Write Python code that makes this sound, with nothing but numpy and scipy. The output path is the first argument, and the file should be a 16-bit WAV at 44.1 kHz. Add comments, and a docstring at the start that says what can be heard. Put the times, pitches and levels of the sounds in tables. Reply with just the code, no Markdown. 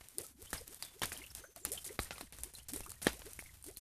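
"""Drops in a muddy pool

Each drop, heard close and in mono, strikes with a thud, a slap and a bright tick, and a diffuse, grainy,
reverberant tail with bright treble dies away after it. Trapped air resonates: large bubbles rise in soft
upward bloops, small ones plink and burst, and air squeezed from the mud whistles thinly. Underneath,
the water surges, plops and trickles. All stops shortly before the end."""
import sys
import numpy as np
from scipy import signal
from scipy.fft import rfft, irfft, next_fast_len
from scipy.io import wavfile
from scipy.ndimage import uniform_filter1d

SR = 44100
rng = np.random.default_rng(int(sys.argv[2]) if len(sys.argv) > 2 else 0)


def materialize(psi):
    """Save the field psi as 16-bit PCM at rate SR to the path in sys.argv[1].

    A 1-D psi becomes a single channel; in a 2-D psi each row is a channel.
    """
    bounded = np.clip(np.atleast_2d(psi).T, -1, 1)
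    quanta = np.round(bounded * 32767).astype(np.int16)
    wavfile.write(sys.argv[1], SR, quanta)


N = 176400
T = np.arange(N) / SR
CUTOFF_HZ = 14050

# Landings, each part before its own gain: t/s, then level/dB of thud, slap, tick, tail body, tail treble
LANDINGS = [(0.01, -53.5, -51, -57, -59.5, -67.5), (0.1836, -54, -50, -28.5, -52, -48),
            (0.4253, -57, -60, -46.5, -67.5, -62), (0.5304, -37, -33.5, -35, -44, -44),
            (0.678, -58, -73, -42, -67.5, -58), (0.8246, -67, -43, -36, -52.5, -57),
            (1.0181, -37.5, -35, -36, -40.5, -54), (1.0337, -49.5, -29, -35, -51.5, -50),
            (1.1194, -67, -36.5, -51, -46, -47.5), (1.3501, -79, -70, -36.5, -53, -52),
            (1.5613, -59, -57, -43, -60.5, -53.5), (1.6506, -45.5, -39, -28, -48, -46),
            (1.7185, -53.5, -57, -31.5, -51, -45), (1.844, -81, -60, -44.5, -60, -49.5),
            (1.8635, -66.0, -60, -40, -54, -51.5), (1.991, -32, -27, -40, -43.5, -46.5),
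            (2.1077, -54, -36.5, -59, -51.0, -51), (2.1811, -68, -44, -51, -51, -53.5),
            (2.2101, -43.5, -40, -44, -60, -60), (2.324, -58, -75, -45, -58.5, -55),
            (2.386, -56.5, -53, -45.5, -59, -56), (2.4347, -56, -50.5, -32.5, -54.5, -50.5),
            (2.5373, -60, -70, -50, -61, -54), (2.5848, -82, -79, -47, -64, -61),
            (2.6845, -72, -64, -44, -58.5, -51), (2.7345, -68, -52, -35.5, -49.5, -46),
            (2.7611, -52.5, -50, -36, -59, -50), (2.8059, -42, -45.5, -43, -53.5, -54),
            (2.894, -72, -74, -44, -59, -56), (2.918, -80, -51, -41, -64, -73.5),
            (3.017, -60, -54, -46, -46.5, -50), (3.0465, -48, -50, -38, -45, -49),
            (3.0687, -16.5, -26.5, -34.5, -41.5, -45.5), (3.1933, -54, -66, -45, -58, -63),
            (3.219, -78.5, -46.5, -78, -70, -65.5), (3.2652, -57.5, -48.5, -55.0, -59.5, -60),
            (3.39, -47.5, -57, -45.5, -57, -57.5), (3.424, -79.5, -52, -65, -84, -59),
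            (3.6417, -77, -60, -45, -65, -56.5), (3.6645, -55, -66, -45, -61, -54),
            (3.771, -55, -61, -39, -64.5, -52.5)]
# Modes of the cavity punched by a heavy drop: f/Hz, relative level/dB, t60/s
CAVITY_MODES = [(1783, -14.5, 0.014), (3184, -21.5, .016), (9260, -25, 0.014)]
# Spectra of the slap and the tick: f/Hz, relative level/dB
SLAP_SPECTRUM = [(200, -11.5), (500, -0.5), (1100, 1), (2000, -1), (3200, -8), (4500, -7), (7000, -15.5),
                 (14000, -53)]
TICK_SPECTRUM = [(300, -24), (2000, -20.5), (4500, -11), (7000, -7), (9600, 2.5), (11500, -5), (14000, -4)]
def impacts(heavy_db=-22):
    """Impact excitation: a thud, a double slap and a tick; the heavier the drop, the more cavity ring."""
    out, t = np.zeros(N), T[:1024]
    thud = np.sin(2 * np.pi * 350 * t) * np.exp(-t / 0.00073)
    thud = signal.sosfilt(signal.butter(1, 180, "high", fs=SR, output="sos"), -thud)
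    cavity = sum(from_db(db) * np.sin(2 * np.pi * hz * t) * from_db(-60 * t / t60)
                 for hz, db, t60 in CAVITY_MODES)
    for s, thud_db, slap_db, tick_db, _, _ in LANDINGS:
        hollowness = from_db(0.34 * (thud_db - heavy_db))
        add(out, s, pulse(thud - hollowness * cavity, thud_db - 2.5))
        slap = crack(SLAP_SPECTRUM, slap_db - 2) / (1 + hollowness ** 2)
        add(out, s, slap)
        add(out, s + 0.00288 * rng.uniform(.5, 1), from_db(-8) * slap)
        add(out, s, crack(TICK_SPECTRUM, tick_db - 0.5))
    return out


# Spectra of the reverberant tail's body and treble: f/Hz, relative level/dB
BODY_SPECTRUM = [(50, 3), (110, 7), (170, 2), (300, 0.5), (700, 0.5), (1300, -3), (2000, 0), (4000, -3.5),
                 (6000, -6.5), (12000, -21)]
TREBLE_SPECTRUM = [(1500, -32), (4000, -10), (6000, -5.5), (8000, -2.5), (9500, 2), (11000, -3),
                   (14000, -6.5)]
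def reverberant_tails():
    """Reverberant decay: a diffuse, grainy tail with bright treble dies away after each drop."""
    times, _, _, _, body_db, treble_db = np.transpose(LANDINGS)
    body = from_db(-1) * diffuse_noise(BODY_SPECTRUM) * flutter() + from_db(-14) * fizz()
    crackle = rms_one(colour(grains(per_s=490, spread_db=9.5), TICK_SPECTRUM))
    treble = from_db(0.5) * diffuse_noise(TREBLE_SPECTRUM) * flutter() + from_db(-5) * crackle
    body *= tails(times, body_db, attack_s=0.0011, t60=0.25)
    treble *= tails(times, treble_db, attack_s=0.0013, t60=0.27)
    return body + treble


def diffuse_noise(spectrum):
    """Diffuse field: noise whose bands flare and fade independently."""
    edges_hz = np.geomspace(60, CUTOFF_HZ, 14)
    out, white = np.zeros(N), rng.standard_normal((2, N))
    for k, band in enumerate(zip(edges_hz, edges_hz[1:])):
        bandpass = signal.butter(2, band, "band", fs=SR, output="sos")
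        out += signal.sosfilt(bandpass, white[k % 2]) * flutter(db=3, per_s=260)
    return rms_one(colour(out, spectrum))


def fizz(pitches=22, per_s=130, t60_cycles=150):
    """Damped resonance: random impulses set off tiny, high rings."""
    out = np.zeros(N)
    for hz in np.geomspace(1300, 6000, pitches):
        radius, angle = from_db(-60 * hz / (t60_cycles * SR)), 2 * np.pi * hz / SR
        kicks = grains(per_s / pitches, spread_db=8.9) + 1e-18
        out += signal.lfilter([0, np.sin(angle)], [1, -2 * radius * np.cos(angle), radius ** 2], kicks)
    return rms_one(out)


# Large bubbles, at the crest of each swell: t/s, f/Hz, relative level/dB, half-length/s
LARGE_BUBBLES = [(0.194, 439, -44.5, 0.02), (0.219, 390.4, -48, 0.018), (0.409, 386, -53, 0.022),
                 (0.615, 490, -47.5, 0.0074), (0.709, 358, -51.5, 0.023), (0.964, 398, -52, 0.012),
                 (1.206, 333.3, -52, 0.027), (1.41, 352, -58, 0.028), (1.447, 586, -51.5, 0.009),
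                 (1.495, 400, -59.5, 0.019), (1.571, 647, -45, 0.005), (1.625, 389, -58, 0.025),
                 (1.691, 310, -45, 0.022), (1.723, 472.5, -42, 0.017), (1.876, 374, -53, 0.013),
                 (1.909, 406, -42.5, 0.015), (2.465, 355, -50, 0.013), (2.738, 277.3, -37, 0.012),
                 (2.763, 386, -43.5, 0.015), (2.882, 376, -53.5, 0.012), (3.134, 340.7, -53.5, 0.051),
                 (3.27, 398.3, -42.5, 0.012), (3.686, 365, -43, 0.014), (3.701, 598, -57, 0.018)]
def bloops():
    """Bubble resonance: the pitch of a large air pocket climbs steeply as it rises."""
    return from_db(-4) * swells(LARGE_BUBBLES, octaves_per_s=19, width_hz=10)


# Small bubbles: t/s, starting f/Hz, relative level/dB, t60/s
SMALL_BUBBLES = [(0.469, 3010, -53.5, 0.084), (0.531, 1750, -37, 0.01), (0.579, 4980, -42, 0.024),
                 (0.825, 4730, -34.5, 0.017), (0.836, 3800, -46.5, 0.035), (1.018, 3010, -31.5, 0.018),
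                 (1.018, 990, -27.5, 0.0087), (1.032, 3510, -31.5, 0.012), (1.166, 3050, -42.5, 0.019),
                 (1.217, 2170, -48.5, 0.05), (1.239, 2730, -44, 0.03), (1.268, 2880, -47, 0.014),
                 (1.303, 5370, -49, 0.031), (1.439, 1426, -49.5, 0.072), (1.776, 3010, -39.5, 0.044),
                 (1.891, 2020, -50.5, 0.07), (1.991, 1050, -32, 0.013), (1.991, 3950, -37.5, 0.034),
                 (2.157, 2500, -50, 0.028), (2.211, 4080, -46, 0.024), (2.551, 4010, -46.5, 0.042),
                 (2.598, 2950, -54, 0.045), (2.862, 1202, -46.5, 0.05), (3.071, 3950, -31, 0.02),
                 (3.392, 2160, -30.5, 0.0053), (3.46, 2230, -50, 0.019), (3.491, 2005, -55.5, 0.04),
                 (3.764, 4090, -51, 0.034)]
def plinks(neighbours=3, within_s=0.012, spread_octaves=.22):
    """Clustered resonators: each small bubble is followed by weaker, detuned neighbours."""
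    out = np.zeros(N)
    for s, hz, db, t60 in SMALL_BUBBLES:
        add(out, s, plink(hz, db, t60))
        for lag, detune in rng.random((neighbours, 2)):
            neighbour_hz = hz * 2 ** (spread_octaves * (2 * detune - 1))
            add(out, s + within_s * lag, plink(neighbour_hz, db - 9.5, t60 / 2))
    return out


def plink(hz, db, t60):
    """Free oscillation: a small bubble starts sharply and rings down, rising in pitch."""
    t = T[:SR // 6]
    ring = (1 - np.exp(-t / 0.00044)) * from_db(-60 * t / t60)
    tone = glide(hz, t, octaves_per_s=5, width_hz=75)
    return from_db(db + 1.5) * ring / np.sqrt(ring.max()) * tone


# Droplets and bursting bubbles: t/s, relative level/dB
DROPLET_TICKS = [(0.0855, -48.5), (0.266, -47.5), (0.419, -49), (0.505, -48), (0.7452, -45.5),
                 (0.85, -47.5), (0.9948, -51), (1.0565, -35.5), (1.1751, -45), (1.264, -50.5),
                 (1.7355, -40), (1.8783, -47), (2.0334, -41.5), (2.046, -45), (2.693, -46), (2.8626, -46.5),
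                 (2.9034, -43), (3.0268, -41.5), (3.131, -45), (3.3329, -45.5), (3.6255, -51.5),
                 (3.6846, -49.5)]
def droplets():
    """Impulsive sources: droplets and bursting bubbles give broadband ticks with a short tail."""
    out = np.zeros(N)
    for s, db in DROPLET_TICKS:
        add(out, s, crack(TICK_SPECTRUM, db + 2))
    return out + reverberation(out, db=-7.5)


# Escaping air, at the crest of each swell: t/s, f/Hz, level/dB, half-length/s
AIR_JETS = [(.86, 3520, -59.5, 0.046), (1.45, 6300, -62.5, 0.068), (1.66, 7240, -56, 0.034)]
def whistles():
    """Flow tones: air squeezed from the mud whistles thinly, sinking a little in pitch."""
    return swells(AIR_JETS, octaves_per_s=-.35, width_hz=150)


# Water closing over, at the crest of each swell: t/s, f/Hz, level/dB, half-length/s
CLOSURES = [(.21, 109.3, -53.5, .008), (.315, 254, -59, 0.005), (.355, 236, -61, 0.0085),
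            (.436, 70, -56, 0.0097), (2.003, 70.1, -39.5, 0.0077), (2.238, 260, -53.5, 0.013),
            (2.428, 60.04, -47, .02)]
def plops():
    """Cavity collapse: water closes over with a low, steeply falling tone."""
    return swells(CLOSURES, octaves_per_s=-29.5, width_hz=10)


# Surging of the pool: t/s, level/dB
SURGE_LEVEL = [(0, -80), (.55, -66), (.8, -74.5), (1.38, -58), (1.55, -79), (1.92, -60), (2.3, -71),
               (2.43, -65.5), (2.62, -66.5), (2.78, -56.5), (3.25, -64), (3.78, -59.5)]
# Its spectrum: f/Hz, relative level/dB
SURGE_SPECTRUM = [(15, -0.5), (28, -14), (42, 0), (58, 4.5), (80, -0.5), (120, -7.5), (200, -22),
                  (500, -40)]
def rumble():
    """Bulk motion: the pool surges unevenly in the bass and sloshes after each thud."""
    times, thud_db = np.transpose(LANDINGS)[:2]
    slosh = tails(times, np.minimum(thud_db - 10, -46.5), attack_s=0.0011, t60=0.19)
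    surge = from_db(np.interp(T, *np.transpose(SURGE_LEVEL))) * flutter(db=3, per_s=16)
    return (surge + slosh) * noise(SURGE_SPECTRUM)


# Trickling between drops: t/s, relative level/dB
TRICKLE_LEVEL = [(0, -57.5), (.15, -59.5), (.36, -64.5), (.47, -58.5), (1.28, -54.5), (1.53, -66),
                 (1.8, -57.5), (2.3, -72.5), (2.4, -58), (2.66, -77), (2.84, -63), (2.98, -62.5),
                 (3.3, -55), (3.6, -61.5), (3.75, -68.5)]
# Its spectrum: f/Hz, relative level/dB
TRICKLE_SPECTRUM = [(100, 8), (500, -5.5), (1500, -3.5), (5000, -4.5), (9500, 0), (14000, -2.5)]
def trickle():
    """Flow noise: moving water gives a faint, finely grained hiss."""
    patter = rms_one(colour(grains(per_s=900, spread_db=2), TRICKLE_SPECTRUM))
    hiss = noise(TRICKLE_SPECTRUM) + from_db(-0.5) * patter
    envelope = from_db(np.interp(T, *np.transpose(TRICKLE_LEVEL)) - 4.5)
    return envelope * hiss * flutter()


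def reverberation(x, db, t60=0.26):
    """Diffuse reflection: convolution with exponentially decaying noise."""
    t = T[:SR // 2]
    response = rng.standard_normal(len(t)) * from_db(-60 * t / t60) * (1 - np.exp(-t / 0.0021))
    response /= np.sqrt(np.sum(response ** 2))
    return from_db(db) * signal.fftconvolve(x, response)[:N]


def pulse(shape, db, hold_s=.003):
    """Equal energy: a transient gets the energy of that level held for hold_s."""
    return from_db(db) * shape * np.sqrt(hold_s * SR / np.sum(shape ** 2))


def crack(spectrum, db, attack_s=0.000083, decay_s=0.0012):
    """Broadband transient: a brief burst of coloured noise."""
    t = T[:1024]
    envelope = (1 - np.exp(-t / attack_s)) * np.exp(-t / decay_s)
    return pulse(colour(rng.standard_normal(len(t)) * envelope, spectrum), db)


def tails(times, levels_db, attack_s, t60):
    """Incoherent addition: overlapping envelopes, each falling ever faster, sum in power."""
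    power, t = np.zeros(N), T[:SR]
    shape = (1 - np.exp(-t / attack_s)) * from_db(-60 * (t / t60) ** 1.234)
    for s, db in zip(times, levels_db):
        add(power, s, (from_db(db) * shape) ** 2)
    return np.sqrt(power)


def glide(hz, t, octaves_per_s, width_hz):
    """Line broadening: a bubble's wobbling shape makes the phase of its sliding tone wander."""
    wobble = np.cumsum(rng.standard_normal(len(t))) * np.sqrt(2 * np.pi * width_hz / SR)
    cycles = np.cumsum(hz * 2 ** (octaves_per_s * t)) / SR + rng.random()
    return np.sin(2 * np.pi * cycles + uniform_filter1d(wobble, size=32))


def swells(rows, octaves_per_s, width_hz):
    """Amplitude modulation: sliding tones swell and fade with a gurgle about their crests."""
    out, t = np.zeros(N), T[:SR // 2] - T[SR // 4]
    for s, hz, db, half_s in rows:
        envelope = from_db(db) / np.cosh(np.pi / 2 * t / half_s)
        tone = envelope * glide(hz, t, octaves_per_s, width_hz)
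        add(out, s + t[0], tone[t + s >= 0])
    return out * flutter(db=3, per_s=220)


def flutter(db=4, per_s=70):
    """Random modulation: a wandering gain of unit rms."""
    knots = np.arange(0, N / SR + 1, 1 / per_s)
    wander = np.interp(T, knots, rng.standard_normal(SR)[:len(knots)])
    return rms_one(from_db(db * wander))


def grains(per_s, spread_db):
    """Shot noise: random clicks of uneven size."""
    sizes = from_db(spread_db * np.minimum(rng.exponential(1, N), 4)) * rng.choice([-1, 1], N)
    return sizes * (rng.random(N) < per_s / SR)


def noise(spectrum):
    """Spectral shaping: coloured Gaussian noise of unit rms."""
    return rms_one(colour(rng.standard_normal(N), spectrum))


def colour(x, spectrum):
    """Minimum-phase filtering: folding the cepstrum makes the response causal."""
    size = 2 * next_fast_len(len(x))
    hz, db = np.transpose(spectrum)
    bins = np.maximum(np.arange(size // 2 + 1) * SR / size, 1)
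    gain = from_db(np.interp(np.log(bins), np.log(hz), db))
    cepstrum = irfft(np.log(gain))
    cepstrum[1:size // 2] *= 2
    cepstrum[size // 2 + 1:] = 0
    return irfft(rfft(x, size) * np.exp(rfft(cepstrum)))[:len(x)]


def from_db(db):
    """Amplitude ratio of a level."""
    return 10 ** (np.asarray(db) / 20)


def rms_one(x):
    """Normalisation to unit rms."""
    return x / np.sqrt(np.mean(x ** 2) + 1e-20)


def add(out, s, sound):
    """Superposition of a sound starting at s seconds."""
    i = int(np.clip(s * SR, 0, N - 1))
    out[i:i + len(sound)] += sound[:N - i]


def scene():
    """Linear superposition: drops and bubbles over the moving pool, the same in both ears."""
    ringing = bloops() + plinks() + whistles()
    water = impacts() + droplets() + reverberant_tails() + ringing + reverberation(ringing, db=-14)
    water += rumble() + plops() + trickle()
    return np.array([water, water])


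def record(dry, stop_s=3.797, fade_s=0.016):
    """Gating and band limiting: a quick fade-out, then a steep low-pass."""
    fade = np.clip((stop_s - T) / fade_s, 0, 1)
    lowpass = signal.ellip(10, .2, 70, CUTOFF_HZ, fs=SR, output="sos")
    return signal.sosfilt(lowpass, dry * fade + 1e-18)


dry = scene()
out = record(dry)
materialize(out)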